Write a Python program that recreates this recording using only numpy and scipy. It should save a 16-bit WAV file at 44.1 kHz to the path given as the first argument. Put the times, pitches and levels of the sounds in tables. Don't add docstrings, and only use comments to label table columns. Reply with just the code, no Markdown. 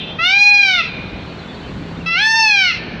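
import sys
import numpy as np
from scipy import signal
from scipy.fft import rfft, irfft, next_fast_len
from scipy.io import wavfile
from scipy.ndimage import uniform_filter1d, minimum_filter1d

SR = 44100
rng = np.random.default_rng(int(sys.argv[2]) if len(sys.argv) > 2 else 0)


def wav_record(signal):
    frames = np.transpose(np.atleast_2d(signal))
    bounded = np.clip(frames, -1, 1)
    quanta = np.round(bounded * 32767).astype(np.int16)
    wavfile.write(sys.argv[1], SR, quanta)


def volts_from_db(level):
    exponent = np.asarray(level, float) / 20
    return 10 ** exponent


N = 132300

# time [s], level [dB].
LEAF_SWELL = [(0, -68), (.95, -64), (1.3, -55.5), (1.75, -52), (2.0, -54), (2.8, -67), (3, -79)]


def evened(x):
    return x / np.sqrt(np.mean(x ** 2) + 1e-20)


def read(points, hz):
    f, value = np.transpose(points)
    return np.interp(np.log(hz + 1), np.log(f + 1), value)


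def curve(points):
    return volts_from_db(np.interp(np.arange(N) / SR, *np.transpose(points)))


def add(mix, s, sound):
    part = mix[round(s * SR):][:len(sound)]
    part += sound[:len(part)]


def wander(count, size):
    return evened(uniform_filter1d(uniform_filter1d(rng.standard_normal(count), size), size))


def band(x, hz, width):
    f = np.fft.rfftfreq(len(x), 1 / SR)
    return evened(irfft(rfft(x) * np.exp(-2 * ((f - hz) / width) ** 2), len(x)))


def colour(x, points):
    size = next_fast_len(len(x) + 4096)
    gain = volts_from_db(read(points, np.fft.rfftfreq(size, 1 / SR)))
    return irfft(rfft(x, size) * gain, size)[:len(x)]


def hanging_cry():
    # frequency [Hz], width [Hz], level [dB].
    partials = [(2450, 50, -8), (2640, 30, -6), (2850, 40, -8), (3100, 40, -7), (3215, 45, -2),
                (3530, 40, -1), (3880, 40, -12), (4090, 40, -14)]
    level_db, t60_s, wash_db = -22.5, 0.81, -9.5
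    noise = rng.standard_normal(N)
    lines = evened(sum(volts_from_db(db) * band(noise, hz, width) for hz, width, db in partials))
    wash = volts_from_db(wash_db) * band(rng.standard_normal(N), 2900, 1800)
    return (lines + wash) * volts_from_db(level_db - 60 * np.arange(N) / SR / t60_s)


def traffic():
    # frequency [Hz], density [dB per Hz].
    rumble = [(25, -28), (55, 3), (100, -8.5), (200, -4), (500, -13), (2500, -23.5), (6000, -40.5),
              (12000, -75)]
    frames, hz = N // 256 + 5, np.fft.rfftfreq(1024, 1 / SR)
    real, imag, patches = rng.standard_normal((frames, 513, 3)).T
    patches = uniform_filter1d(patches, size=8, axis=0)
    patches = evened(uniform_filter1d(patches, size=12, axis=1))
    level_db = read(rumble, hz)[:, None] + 1.15 * patches + 0.52 * wander(frames, size=20)
    z = (real + 1j * imag) * volts_from_db(level_db)
    return volts_from_db(-31) * evened(signal.istft(z, nperseg=1024, noverlap=768)[1][:N])


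def hum():
    # time [s], level [dB].
    swell = [(0, -39.5), (.06, -39.5), (.3, -46.5), (1.2, -39.5), (1.3, -36), (1.55, -49.5), (1.82, -32),
             (1.92, -35.5), (2.04, -29.5), (2.3, -38.5), (2.85, -37), (3, -33.5)]
    centre_hz, waver_hz = 166, 4
    turns = np.cumsum(centre_hz + waver_hz * wander(N, size=1500)) / SR
    return curve(swell) * np.sqrt(2) * np.sin(2 * np.pi * turns)


def leaves():
    return curve(LEAF_SWELL) * band(rng.standard_normal(N), 7400, 1500)


def whistle(length, hz, glide, db):
    u = np.linspace(0, 1, round(length * SR))
    turns = np.cumsum(hz + glide * (u - .5)) / SR
    return volts_from_db(db) * np.sin(np.pi * u) ** .5 * np.sin(2 * np.pi * turns)


def far_flock():
    # time [s], level [dB].
    chatter = [(0, -59.5), (.95, -55.5), (1.2, -41), (1.65, -41.5), (1.85, -45.5), (2.05, -44.5),
               (2.8, -54.5), (3, -52)]
    low_hz, high_hz = 2500, 4610
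    blur = np.zeros(N)
    for when, length, pitch, glide, loudness in rng.random((2400, 5)):
        hz = low_hz + (high_hz - low_hz) * pitch
        note = whistle(.015 + .04 * length, hz, 120 * (glide - .6), 9 * loudness ** 3)
        add(blur, when * N / SR, note)
    return curve(chatter) * evened(blur)


def cry(rows, throat, pipe):
    attack_s, release_s = 0.0068, 0.02
    jitter, shimmer_db, breath_db = 0.00096, 1.5, -39
    s, pitch, effort_db, even_db, tilt_db = np.transpose(rows)
    t = np.arange(s[0], s[-1], 1 / SR)
    n = len(t)
    hz = uniform_filter1d(np.interp(t, s, pitch), size=1300, mode="nearest")
    hz = hz * (1 + jitter * wander(n, size=150))
    turns, out = np.cumsum(hz) / SR, np.zeros(n)
    even_db, tilt_db = np.interp(t, s, even_db), np.interp(t, s, tilt_db)
    for k in range(1, 21):
        level_db = sum(db / (1 + (2 * (k * hz - f) / width) ** 2) for f, width, db in pipe)
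        level_db = level_db + even_db * (k in (2, 4)) + tilt_db * np.log2(max(k, 3) / 3)
        breath = volts_from_db(breath_db) * wander(n, size=40)
        level_db = read(throat, k * hz) + level_db + shimmer_db * wander(n, size=500)
        out += (1 + breath) * volts_from_db(level_db) * np.sin(2 * np.pi * (k * turns + rng.random()))
    out /= np.sqrt(uniform_filter1d(out ** 2, size=3000))
    edge = np.clip(np.minimum((t - s[0]) / attack_s, (s[-1] - t) / release_s), 0, 1)
    return s[0], out * edge * volts_from_db(np.interp(t, s, effort_db))


def yard(x):
    # delay [s], level [dB].
    slaps = [
        (.0063, -29.5),
        (.0131, -11),
        (.0212, -10),
        (.034, -16.5),
        (.050, -10.5),
        (0.077, -17.5),
    ]
    # frequency [Hz], t60 [s].
    decay = [(600, 2.1), (1500, 2.7), (2500, 1.34), (4000, 1.5), (6000, 0.29), (10000, 1)]
    # frequency [Hz], level [dB].
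    stone = [(600, -31), (1400, -8), (2500, -3.5), (4000, 0.5), (6000, 0), (12000, -11)]
    near_db, near_t60_s, near_end_s, near_share = -12, .6, .075, .12
    far_db = -19.5
    size = 2 * SR
    time = np.arange(size) / SR
    taps = np.zeros(size)
    at = np.arange(300, size - 20, 20) + rng.integers(0, 20, (size - 301) // 20)
    taps[at] = rng.choice([-1., 1.], at.shape)
    near = taps * (rng.random(size) < near_share) * volts_from_db(-60 * time / near_t60_s)
    near = near / (1 + (time / near_end_s) ** 8)
    hz, t, z = signal.stft(taps, SR, nperseg=256)
    z = z * volts_from_db(-60 * t / read(decay, hz)[:, None])
    far = signal.istft(z, SR, nperseg=256)[1][:size]
    echo = volts_from_db(near_db) * near / np.linalg.norm(near) + volts_from_db(far_db) * far / np.linalg.norm(far)
    for s, db in slaps:
        echo[round(s * SR)] += volts_from_db(db)
    echo = colour(np.roll(echo, 200), stone)
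    return x + signal.fftconvolve(x, echo)[200:N + 200]


def songbirds():
    # start [s], length [s], pitch [Hz], glide [Hz], level [dB].
    song = [(1.04, .03, 5900, -100, -63), (1.304, .06, 2460, -28, -41), (1.386, .025, 4100, -400, -33),
            (1.41, .04, 3500, 11.5, -37), (1.475, .05, 3490, 22, -32), (1.54, .02, 4380, 10, -45),
            (1.566, .03, 3300, -61, -37.5), (1.627, .05, 3080, 1.5, -34.5), (1.705, .035, 3070, -12, -47),
            (1.86, .03, 2850, 117, -37), (1.969, .02, 3650, 49.5, -34), (1.978, .02, 4080, 15.5, -46),
            (2.001, .025, 2750, -300, -30.5)]
    out = np.zeros(N)
    for s, length, hz, glide, db in song:
        add(out, s, whistle(length, hz, glide, db - 3))
    return out


def scene():
    # time [s], pitch [Hz], effort [dB], even-harmonic lift [dB], brightness [dB per octave].
    cries = [
        [(.185, 637.6, -20, 3.5, -10), (.25, 706, -9.5, 3.5, 2), (.345, 798.7, -6, -6, -0.5),
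         (.42, 819, -1.5, -14, 3), (.511, 822, -.5, -16, -3.6), (.617, 808.1, -4.5, -2, 2.6),
         (.765, 716.4, -12, -1.5, -2), (.805, 669, -9, 4.5, -4), (.83, 590, -17, 7.5, -5.5)],
        [(2.058, 656.4, -22, 3.5, 5), (2.153, 677.8, -11, -1, -5.5), (2.215, 849, -10.5, 11.5, 9),
         (2.265, 883.5, -8.5, 20, 17), (2.375, 899.5, -7.5, 10, 13.5), (2.44, 884, -6, 2.5, 10.5),
         (2.62, 763.7, -7.5, 2, 4.7), (2.705, 686.3, -12, -1.5, -0.5), (2.735, 593, -23.5, -1.5, 2.5)],
    ]
    # frequency [Hz], level [dB].
    throats = [
        [(600, -20.5), (830, -15), (1400, -7.5), (2500, -2), (4000, -14.5), (6300, -26.5), (10000, -25.5),
         (15000, -42.5)],
        [(600, -34.5), (900, 6), (1400, -1), (2500, -1), (4000, -8.5), (6300, -26.5), (10000, -29.5),
         (15000, -47.5)],
    ]
    # frequency [Hz], width [Hz], lift [dB].
    pipes = [
        [(2410, 100, 7), (3220, 81, -0.5), (3617, 120, 11), (4100, 170, 6.5), (4710, 83, 6.5), (5460, 130, 8),
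         (7490, 740, -19.5)],
        [(2504, 486, 14.5), (3551, 143, -15), (4280, 393, 8), (5440, 420, 12.5), (6237, 100, 11.5),
         (7300, 550, -17)],
    ]
    peacock = np.zeros(N)
    for rows, throat, pipe in zip(cries, throats, pipes):
        add(peacock, *cry(rows, throat, pipe))
    birds = songbirds() + far_flock()
    background = traffic() + hum() + leaves()
    return (volts_from_db(6) * yard(peacock) + birds + volts_from_db(2.5) * background + hanging_cry())[None]


def ducked(x):
    knee_db, squeeze, hold_s, recover_db_s = -20, 0.43, 0.013, 308
    power_db = 10 * np.log10(abs(uniform_filter1d(x ** 2, size=900)) + 1e-12)
    hold = round(hold_s * SR)
    power_db = -minimum_filter1d(-power_db, hold, origin=(hold - 1) // 2)
    fall = np.arange(N) * recover_db_s / SR
    held_db = np.maximum.accumulate(power_db + fall) - fall
    over_db = np.maximum(held_db - knee_db, 0)
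    return x * volts_from_db(-squeeze * uniform_filter1d(over_db, size=600))


def preamp_hiss():
    swell = curve(LEAF_SWELL)
    hiss = volts_from_db(-82.5) * rng.standard_normal(N) * (1 + 6 * np.sqrt(swell / swell.max()))
    return colour(hiss, [(8000, -0.5), (11000, -3.5), (15000, -14)])


def top_cut(x):
    return signal.sosfilt(signal.butter(12, 15500, fs=SR, output="sos"), x)


def record(dry):
    # frequency [Hz], level [dB].
    rolloff = [(20, -25), (45, -0.5), (6100, -2.8), (6700, -10), (10500, -30), (11500, -34.5),
               (15000, -40.5)]
    ceiling = 1.05
    level = ducked(dry[0])
    soft = level / (1 + (level / ceiling) ** 6) ** (1 / 6)
    return top_cut((colour(soft, rolloff) + preamp_hiss())[None])


dry = scene()
out = record(dry)
wav_record(out)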